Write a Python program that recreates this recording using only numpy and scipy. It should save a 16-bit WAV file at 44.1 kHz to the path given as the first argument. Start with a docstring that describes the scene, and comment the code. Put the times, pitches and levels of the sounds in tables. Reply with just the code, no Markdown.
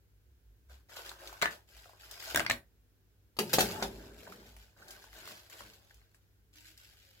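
"""A small kitchen, a stereo microphone close to a plastic bowl; a low mains hum and the stove's rumble run
throughout. First boiled crayfish slide off a steel skimmer, their wet shells rustling. They clatter into the
bowl in three bursts, one at 1.4 s and two close together near 2.4 s. From 3.4 s the loaded bowl is shifted and
bumps down a few times. Last, the skimmer digs into the pot for more, with softer rustles and ticks."""
import sys
import numpy as np
from scipy import signal
from scipy.fft import rfft, irfft
from scipy.io import wavfile
from scipy.ndimage import uniform_filter1d

SR = 44100
rng = np.random.default_rng(int(sys.argv[2]) if len(sys.argv) > 2 else 0)


def master(y):
    """Save y as 16-bit WAV."""
    cut = np.clip(np.atleast_2d(y).T, -1, 1)
    pcm = np.round(cut * 32767)  # scale
    wavfile.write(sys.argv[1], SR, pcm.astype(np.int16))


N = 317520  # 7.2 s


# Crayfish landing in the bowl, close to the microphone. 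Each row: start in seconds, level in dB,
# thud and crack in relative dB, shell pitch in Hz, weight on the bowl's floor in relative dB.
LANDINGS = [(1.416, -27.5, -11.5, -10.5, 1610, -28), (1.4224, -19.5, -10.5, -9, 1880, -27),
            (1.4266, -22, -4.5, -17.5, 1677, -25), (1.429, -22, -7.5, -9.5, 1604, -19),
            (1.457, -22, -16, -15.5, 1740, -25), (2.3465, -24, -5, -5, 1610, -10),
            (2.3593, -21.5, -2.5, 1, 1580, -9), (2.3737, -22, -5, -4, 1540, -11),
            (2.3955, -24.5, -6.5, -9, 1580, -13), (2.4034, -26, -6.5, -13, 1604, -14),
            (2.449, -36, -6, -15, 1200, -20), (2.4639, -24.5, -13, -20, 2060, -25),
            (2.4978, -22, -19, -9, 1816, -22.5), (2.5, -22, -20.5, -7.5, 1766, -17),
            (2.51, -23, -5.5, -10.5, 1868, -17), (2.5172, -34.5, -14.5, 2.5, 1550, -14)]
# The plastic bowl's modes. Each row: pitch in Hz, relative level in dB, time to fall 60 dB in seconds.
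BOWL_MODES = [(344, 1, 0.25), (561, -2, .13), (687, -4.5, .11), (790, -3.5, 0.085), (950, -4.5, .09),
              (1250, -5.5, 0.15), (1520, 1, 0.2), (1594, -2.5, 0.09), (1900, -6.5, .1), (2043, -10.5, 0.11),
              (2780, -6, .12), (4000, -5.5, .15)]

def landings():
    """Falling crayfish strike the heap and set the bowl ringing; its floor sags under their weight."""
    hits, sag = np.zeros(N), np.zeros(N)
    for start, db, thud_db, crack_db, hz, weight_db in LANDINGS:
        add(hits, start, undb(db) * shell(thud_db, crack_db, hz))
        add(sag, start, undb(db + weight_db) * unit(band(crunch(0.12), 60, 240)))
    return hits + sag + undb(-26) * through(hits, ring(BOWL_MODES))


def shell(thud_db, crack_db, hz):
    """One contact: the hollow shell rings briefly over a knock, a soft thud and a snap."""
    modes = [(hz, 0, 0.018), (hz * 0.7, -6, 0.011), (hz * 1.22, -5, 0.012), (hz * 2.2, -9, 0.011)]
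    hollow = unit(ring(modes))
    knock = unit(band(crunch(0.0099), 1000, 4000))
    thud = undb(-0.5) * unit(ring([(680, 0, 0.02)])) + undb(-3.5) * unit(band(crunch(0.023), 330, 900))
    return hollow + undb(-5) * knock + undb(thud_db) * thud + undb(crack_db) * crack(0.008)


def crack(t60):
    """The bright snap of hard shell."""
    return unit(band(crunch(t60), 3000, 21000))


# The bowl bumping down close by. Each row: start in seconds, level in dB, thud and crack in relative dB.
BOWL_BUMPS = [(3.367, -50.5, -1, 0.5), (3.388, -23.5, -1.5, -0.5), (3.392, -32.5, 4.5, -4.5),
              (3.404, -37, -5, -10), (3.531, -26, -8.5, 7), (3.5365, -24, 2, 5.5), (3.5426, -29, -7.5, -1),
              (3.5842, -20, 4, -19), (3.5908, -26.5, -8, 7), (3.6053, -20, -7, 1),
              (3.6112, -31.5, -2.5, -6), (3.8242, -26.5, 0, -4.5)]
# The loaded bowl's modes on its support.
# Each row: pitch in Hz, relative level in dB, time to fall 60 dB in seconds.
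SUPPORT_MODES = [(122, -10, 0.25), (176, -7, 0.2), (210.4, 0, .23), (261.4, -7, 0.066), (325, -5, 0.058),
                 (402, 3, 0.14), (431.6, 2, 0.084), (516, -0.5, 0.085), (571, -8, 0.24), (771, -0.5, 0.1),
                 (857, -4, 0.093), (890, -4, 0.12)]

def bumps():
    """Heavy blows: the support booms, the bowl's wall knocks, and the heap crunches as it settles."""
    y, settle = np.zeros(N), 1 - fade(0.005)
    for start, db, thud_db, crack_db in BOWL_BUMPS:
        thud = unit(band(crunch(0.011), 200, 790)) + undb(0.3) * unit(ring(SUPPORT_MODES))
        wall = undb(-6) * unit(band(crunch(0.024), 1150, 1900))
        clack = unit(band(crunch(0.03), 1200, 5300)) + undb(crack_db) * crack(0.072)
        add(y, start, undb(db) * (undb(thud_db) * thud + wall + undb(1.5) * settle * clack))
    return y


# Single shells and legs snapping past each other.
# Each row: start in seconds, level in dB, scrape in relative dB, shell pitch in Hz.
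SHELL_SLIPS = [(0.6967, -60, -3, 1200), (0.8958, -53.5, -1, 1520), (0.968, -41.5, -15, 1330),
               (0.9917, -46.5, -21, 970), (1.0928, -38.5, -6, 4000), (1.1152, -44, -8, 1430),
               (1.274, -44, 1, 3980), (1.3275, -47.5, -1, 1020), (1.7663, -55.5, 3, 1650),
               (1.856, -51.5, -4, 1030), (1.8931, -52, -4, 1010), (1.9331, -57, -5, 960),
               (2.1121, -46, 7, 4900), (2.2243, -43, 1, 1450), (2.278, -43, -8, 4500),
               (4.2739, -45, -22, 1020), (4.3225, -45, -7, 1580), (4.5651, -53, 2.5, 1540),
               (4.8826, -51, 0, 3670), (4.9072, -52, 12, 3830), (5.0406, -53.5, 1, 1060),
               (5.1303, -52, -3, 1590), (5.275, -44.5, 1, 1550), (5.3087, -47, 0, 1730),
               (5.3936, -52, -10, 4600), (5.4987, -55.5, 8, 1460), (5.6062, -42.5, -10, 1270),
               (5.909, -56, -8, 1405), (5.943, -64, 8, 4500), (6.015, -64, -14, 1490),
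               (6.1454, -61, 4.5, 1600), (6.776, -66.5, 18, 1510)]

def slips():
    """A shell catches, snaps free with a hollow tick and scrapes on briefly."""
    y = np.zeros(N)
    for start, db, scrape_db, hz in SHELL_SLIPS:
        tick = unit(band(crunch(0.009), hz * 0.75, hz * 1.35))
        thud_db = 2.5 - 15.5 * np.log2(hz / 1040)  # big hollow parts thud, thin legs hardly do
        thud = undb(thud_db) * unit(band(crunch(0.016), 500, 950))
        scrape = undb(-4) * crack(0.007) + undb(-0.5) * crack(0.074)
        add(y, start, undb(db) * (tick + thud + undb(scrape_db) * scrape))
    return y


# Pushes that set the shells sliding.
# Each row: start, swell and time to fall 20 dB in seconds, rustle in dB, wet rubbing in dB.
HEAP_PUSHES = [(0.684, 0.024, .11, -65.5, -62), (0.884, 0.036, 0.28, -61.5, -55),
               (0.954, 0.0098, 0.15, -54.5, -50.5), (1.039, 0.022, 0.2, -56.5, -51),
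               (1.18, 0.051, 0.33, -58.5, -51), (1.498, 0.012, 0.08, -53, -50),
               (1.669, 0.096, 0.59, -65.5, -65), (1.99, 0.15, 0.3137, -58, -56.5),
               (2.19, 0.13, 0.0418, -47, -47), (3.43, 0.06, 0.7, -51.5, -77), (3.64, .02, 0.1725, -47, -43),
               (3.729, 0.066, 0.0847, -51, -44), (3.89, 0.1, .5, -68.5, -59.5),
               (4.17, 0.071, 0.54, -59, -59), (4.76, 0.049, 0.66, -66, -59.5), (4.87, 0.01, 0.29, -57, -57),
               (5.125, 0.17, 0.26, -57.5, -53.5), (5.494, 0.033, 0.36, -55.5, -57),
               (5.585, 0.026, 0.01, -66, -54.5), (5.78, 0.093, 0.57, -75, -74.5),
               (6.525, 0.061, .24, -61, -78), (6.659, 0.026, 0.12, -62, -74),
               (6.775, 0.014, 0.8, -63.5, -73.5)]
# The shells' bright rustle. Each row: frequency in Hz, relative density in dB.
RUSTLE_SPECTRUM = [(900, -24), (1350, -8), (1550, 2), (1800, -4), (2570, -1), (3440, -1.5), (5150, -2),
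                   (5800, -7), (7700, -6.5), (8750, -16), (10700, -6.5), (13900, -7), (15000, -9),
                   (16000, -17.5)]
# Their duller wet rubbing. Each row: frequency in Hz, relative density in dB.
RUBBING_SPECTRUM = [(150, -32), (350, 0.5), (470, -4), (620, 2), (850, -2.5), (1100, -4), (1330, -5.5),
                    (1560, 1.5), (1800, -8), (2600, -15.5)]

def sliding():
    """Wet shells rustle, rub and bubble as they move over each other."""
    rustle = colour(grains(1300, 3.4), RUSTLE_SPECTRUM) * undb(-2 + 2.2 * walk(35))
    water = bubbles(rate=31, cycles=13)
    rubbing = undb(-8.5) * (water + colour(grains(1100, 1.2), RUBBING_SPECTRUM))
    rustle_level = pushed((*timing, db) for *timing, db, _ in HEAP_PUSHES)
    rubbing_level = pushed((*timing, db) for *timing, _, db in HEAP_PUSHES)
    return rustle * rustle_level + rubbing * rubbing_level


def bubbles(rate, cycles, pitches=20):
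    """Water pops between the shells, `rate` times a second at each pitch, ringing for `cycles` periods."""
    y, count = np.zeros(N), int(rate * N / SR)
    for hz in np.geomspace(380, 2400, pitches) * (1 + 0.023 * rng.standard_normal(pitches)):
        decay = np.exp(-np.log(1000) * hz / cycles / SR)
        turn = 2 * np.pi * hz / SR
        pops = np.zeros(N)
        pops[rng.integers(0, N, count)] = undb(5 * np.minimum(rng.exponential(size=count), 3.5))
        resonance = [1, -2 * decay * np.cos(turn), decay ** 2]
        y += signal.lfilter([np.sin(turn), -np.sin(turn)], resonance, pops + 1e-12)
    y = colour(y, RUBBING_SPECTRUM)
    return y / np.std(y)


# Shoves on the bowl or the pot. Each row: start, swell and time to fall 20 dB in seconds, level in dB.
VESSEL_SHOVES = [(3.39, 0.014, 0.4, -47.5), (3.6, 0.047, 0.4547, -48.5), (3.86, .05, 0.46, -54.5),
                 (4.17, 0.12, 0.34, -58.5), (4.76, 0.041, .4, -69), (5.15, 0.18, 0.02, -65),
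                 (5.595, 0.016, 0.23, -66)]
# The low judder of its foot. Each row: frequency in Hz, relative density in dB.
JUDDER_SPECTRUM = [(53, -13.5), (90, 2), (160, 3.5), (210, 7), (285, -1.5), (411, 6), (470, -2), (625, -1),
                   (716, -12.5), (883, -6), (1100, -26.5), (2420, -51)]

def dragging():
    """The foot of the bowl or the pot judders over its support."""
    return colour(grains(500, 2.3), JUDDER_SPECTRUM) * pushed(VESSEL_SHOVES)


# Shells scraping off the skimmer above the bowl.
# Each row: start, swell and time to fall 20 dB in seconds, level in dB.
SKIMMER_SCRAPES = [(1.74, .03, .3, -76), (2.09, .03, 0.3, -62)]

def skimmer(hz=5000, width_hz=160):
    """Scraping keeps one narrow mode of the steel skimmer singing thinly."""
    singing = band(grains(900, 2.9), hz - width_hz / 2, hz + width_hz / 2)
    return singing / np.std(singing) * pushed(SKIMMER_SCRAPES)


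# Thin whines behind the handling.
# Each row: start and length in seconds, first and last pitch in Hz, level in dB.
WHINE_GLIDES = [(3.69, 0.13, 905, 775, -49.5), (6.5, 0.214, 297, 314, -66), (6.557, 0.12, 922, 916, -80),
                (6.976, 0.25, 585, 538, -77)]

def whines():
    """Faint wavering tones that swell, glide and fade."""
    y = np.zeros(N)
    for start, length, first_hz, last_hz, db in WHINE_GLIDES:
        n = int(length * SR)
        hz = np.linspace(first_hz, last_hz, n) * (1 + 0.018 * walk(65)[:n])
        arch = np.sin(np.linspace(0, np.pi, n))
        add(y, start, undb(db) * arch * np.sin(2 * np.pi * np.cumsum(hz) / SR))
    return y


# The stove's rumble and hiss in the background. Each row: frequency in Hz, relative density in dB.
STOVE_SPECTRUM = [(25, -30), (42, -16), (53, -3), (68, -1.5), (90, -4.5), (130, -9.5), (260, -17),
                  (410, -15), (600, -26.5), (1200, -33), (1550, -27.5), (1900, -32), (9000, -38),
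                  (15000, -30)]
# Mains hum in the room. Each row: pitch in Hz, level in dB.
MAINS_HUM = [(100, -72)]

def stove():
    """A throbbing low rumble and mains hum in the centre, with a faint hiss spread wide."""
    t = np.arange(N) / SR
    throb_spectrum = [(30, -46), (45, -10), (53, -4), (61, -6.5), (75, -16.5), (110, -31.5), (300, -88)]
    throb = undb(-70.5) * colour(rng.standard_normal(N), throb_spectrum) + swells()
    rumble = colour(rng.standard_normal(N), STOVE_SPECTRUM) * undb(-71 + 0.5 * walk(1.7))
    air = colour(rng.standard_normal(N), STOVE_SPECTRUM)
    side = undb(-75.5) * band(air, 700, 18000) + undb(-76.5) * air
    hum = sum(undb(db) * np.sqrt(2) * np.sin(2 * np.pi * hz * t + 0.22 * walk(2.1))
              for hz, db in MAINS_HUM)
    mid = throb + rumble + hum
    return np.array([mid + side, mid - side])


# Soft low booms rising out of the rumble. Each row: time of the peak in seconds, level in dB, pitch in Hz.
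RUMBLE_SWELLS = [(0.33, -61.5, 65.1), (0.52, -57, 52.8), (0.74, -53, 64.8), (1.13, -63, 52.55),
                 (1.29, -60.5, 52.3), (1.47, -59.5, 53.35), (1.78, -58, 53.05), (2.1, -64, 52.7),
                 (2.37, -54.5, 60.9), (2.55, -56, 53.3), (3.63, -48, 57), (3.88, -48, 52.97),
                 (3.97, -49, 52.8), (4.14, -55.5, 53.8), (4.46, -59, 52.8), (4.57, -55, 53.6),
                 (5.13, -59, 53.15), (5.65, -61, 52.8), (5.99, -61, 53)]

def swells(width_s=0.045):
    """The deep rumble rises briefly to a soft boom."""
    y, t = np.zeros(N), np.arange(SR // 2) / SR
    bell = np.exp(-0.5 * ((t - t.mean()) / width_s) ** 2)
    for peak, db, hz in RUMBLE_SWELLS:
        tone = np.sqrt(2) * np.sin(2 * np.pi * (hz * t + rng.random()))
        add(y, peak - t.mean(), undb(db) * bell * tone)
    return y


# The small kitchen's reverberation. Each row: frequency in Hz, time to fall 60 dB in seconds.
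KITCHEN_DECAY = [(150, 0.28), (600, 0.23), (2000, 0.17), (6000, 0.16), (14000, 0.23)]

def kitchen(x, room_db, bowl_db, lead_s):
    """Sound reaches the microphone's left side first; echoes follow off the bowl and the room's walls."""
    edges_hz = [30, 250, 500, 1000, 2000, 4000, 8000, 20000]
    hop, tail = SR // 5, SR // 4
    f = np.fft.rfftfreq(2 * SR, 1 / SR)
    noise, bands = rfft(rng.standard_normal((2, 2 * SR))), []
    for lo, hi in zip(edges_hz, edges_hz[1:]):
        hz = np.sqrt(lo * hi)
        mid, side = irfft(noise * ((f >= lo) & (f < hi)))
        apart = min(0.1 + (hz / 800) ** 2, 1)  # both sides hear nearly the same bass
        mid, side = mid * np.sqrt(2 - apart ** 2), side * apart
        walls = fade(at(KITCHEN_DECAY, hz)) * (1 - fade(0.03))
        bands.append((np.array([mid + side, mid - side]), undb(room_db) * walls / np.linalg.norm(walls)))
    direct = np.array([x * undb(1.35), np.roll(x, round(lead_s * SR)) * undb(-1.84)])
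    y = direct + undb(bowl_db) * bowl_echoes(x)
    window = np.sin(np.linspace(0, np.pi, 2 * hop))
    for i in range(0, N, hop):  # the room's echoes change as things move
        offset, piece = rng.integers(SR), x[i:i + 2 * hop]
        response = sum(pair[:, offset:offset + tail] * shape[:tail] for pair, shape in bands)
        echoes = signal.fftconvolve((piece * window[:len(piece)])[None], response)[:, :N - i]
        y[:, i:i + echoes.shape[1]] += echoes
    return y


def bowl_echoes(x, t60=0.013, low_hz=930):
    """Short, bassless echoes off the bowl's wall: every shell lies elsewhere, so they keep changing."""
    hop = SR // 60
    pieces = np.pad(band(x, low_hz, 19000), (0, -N % hop)).reshape(1, -1, hop)
    response = rng.standard_normal((2, pieces.shape[1], hop)) * fade(t60)[:hop]
    response /= np.linalg.norm(response, axis=2, keepdims=True)
    echoes = signal.fftconvolve(pieces, response, axes=2)
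    echoes[:, 1:, :hop - 1] += echoes[:, :-1, hop:]  # each tail spills into the next piece
    return echoes[:, :, :hop].reshape(2, -1)[:, :N]


def pushed(rows, break_loose_s=0.01, gather_db=6, settle_curve=1.354):
    """Envelope of pushes: things break loose, gather speed, then come to rest ever faster; powers add."""
    power, t = np.zeros(N), np.arange(2 * SR) / SR
    onset = np.minimum(t / break_loose_s, 1)
    for start, swell_s, fall_s, db in rows:
        rise_db = -gather_db * np.maximum(1 - t / swell_s, 0)
        fall_db = -20 * (np.maximum(t - swell_s, 0) / fall_s) ** settle_curve
        add(power, start, (onset * undb(db + rise_db + fall_db)) ** 2)
    return np.sqrt(power)


def ring(modes):
    """Impulse response of (Hz, dB, t60) modes, with unit energy."""
    y = np.zeros(SR // 2)
    for hz, db, t60 in modes:
        t = np.arange(min(int(2 * t60 * SR), len(y))) / SR
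        detuned = hz * (1 + 0.0024 * rng.standard_normal())  # the load shifts from blow to blow
        envelope = undb(db) * fade(t60)[:len(t)]
        y[:len(t)] += rng.choice([-1, 1]) * envelope * np.sin(2 * np.pi * detuned * t)
    return y / np.sqrt(np.sum(y ** 2))


def grains(rate, spread_db):
    """Tiny clicks of unequal size, about `rate` a second, rms 1."""
    size = undb(spread_db * np.minimum(rng.exponential(size=N), 4))
    clicks = (rng.random(N) < rate / SR) * size * rng.choice([-1, 1], N)
    return clicks / np.std(clicks)


def crunch(t60):
    """A dying burst of tiny contacts."""
    return rng.standard_normal(SR // 2) * fade(t60)


def fade(t60):
    """Half a second of exponential decay, falling 60 dB in t60 seconds."""
    return np.exp(-np.log(1000) * np.arange(SR // 2) / SR / t60)


def walk(rate):
    """Smooth random drift, `rate` steps a second, with a spread near 1."""
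    hold = int(SR / rate)
    steps = np.repeat(rng.standard_normal(N // hold + 1), hold)
    return np.sqrt(2) * uniform_filter1d(uniform_filter1d(steps, hold), hold)[:N]


def colour(x, points):
    """Give x a (Hz, dB) spectrum, keeping the power of a white input."""
    gain = undb(at(points, np.fft.rfftfreq(x.shape[-1], 1 / SR)))
    return irfft(rfft(x) * gain / np.sqrt(np.mean(gain ** 2)), x.shape[-1])


def at(points, hz):
    """Read (Hz, value) points on a log-frequency axis."""
    f, value = np.transpose(points)
    return np.interp(np.log(hz + 1), np.log(f), value)


def band(x, lo_hz, hi_hz):
    """Causal band-pass."""
    sos = signal.butter(2, [lo_hz, min(hi_hz, 0.45 * SR)], "band", fs=SR, output="sos")
    return signal.sosfilt(sos, x + 1e-18)


def through(x, response):
    """Convolve, keeping the length."""
    return signal.fftconvolve(x, response)[:N]


def unit(x):
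    """Scale to the energy of one millisecond at full level."""
    return x * np.sqrt(SR / 1000 / np.sum(x ** 2))


def undb(db):
    """Decibels to gain."""
    return 10 ** (np.asarray(db) / 20)


def add(track, start_s, sound):
    """Mix a sound in at a time."""
    i = int(start_s * SR)
    track[i:i + len(sound)] += sound[:N - i]


def scene():
    """The bowl is close to the microphone, a little left; the rustling spreads further into the room."""
    clatter = kitchen(landings() + slips(), room_db=-5.5, bowl_db=0.5, lead_s=0.00014)
    blows = kitchen(bumps(), room_db=-3.5, bowl_db=1, lead_s=0.00016)
    handling = sliding() + skimmer() + dragging() + whines()
    return clatter + blows + kitchen(handling, room_db=-2, bowl_db=2.5, lead_s=0.00014) + stove()


def record(dry):
    """The microphone loses the deepest bass, dips near 9 kHz and cuts the top above 15.8 kHz."""
    response = [(30, -11), (48, -0.5), (7600, 0), (8800, -4.5), (10500, -0.5), (15000, -3.5)]  # Hz, dB
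    heard = irfft(rfft(dry) * undb(at(response, np.fft.rfftfreq(N, 1 / SR))), N)
    return signal.sosfilt(signal.ellip(8, 0.2, 70, 15800, fs=SR, output="sos"), heard)


dry = scene()
out = record(dry)
master(out)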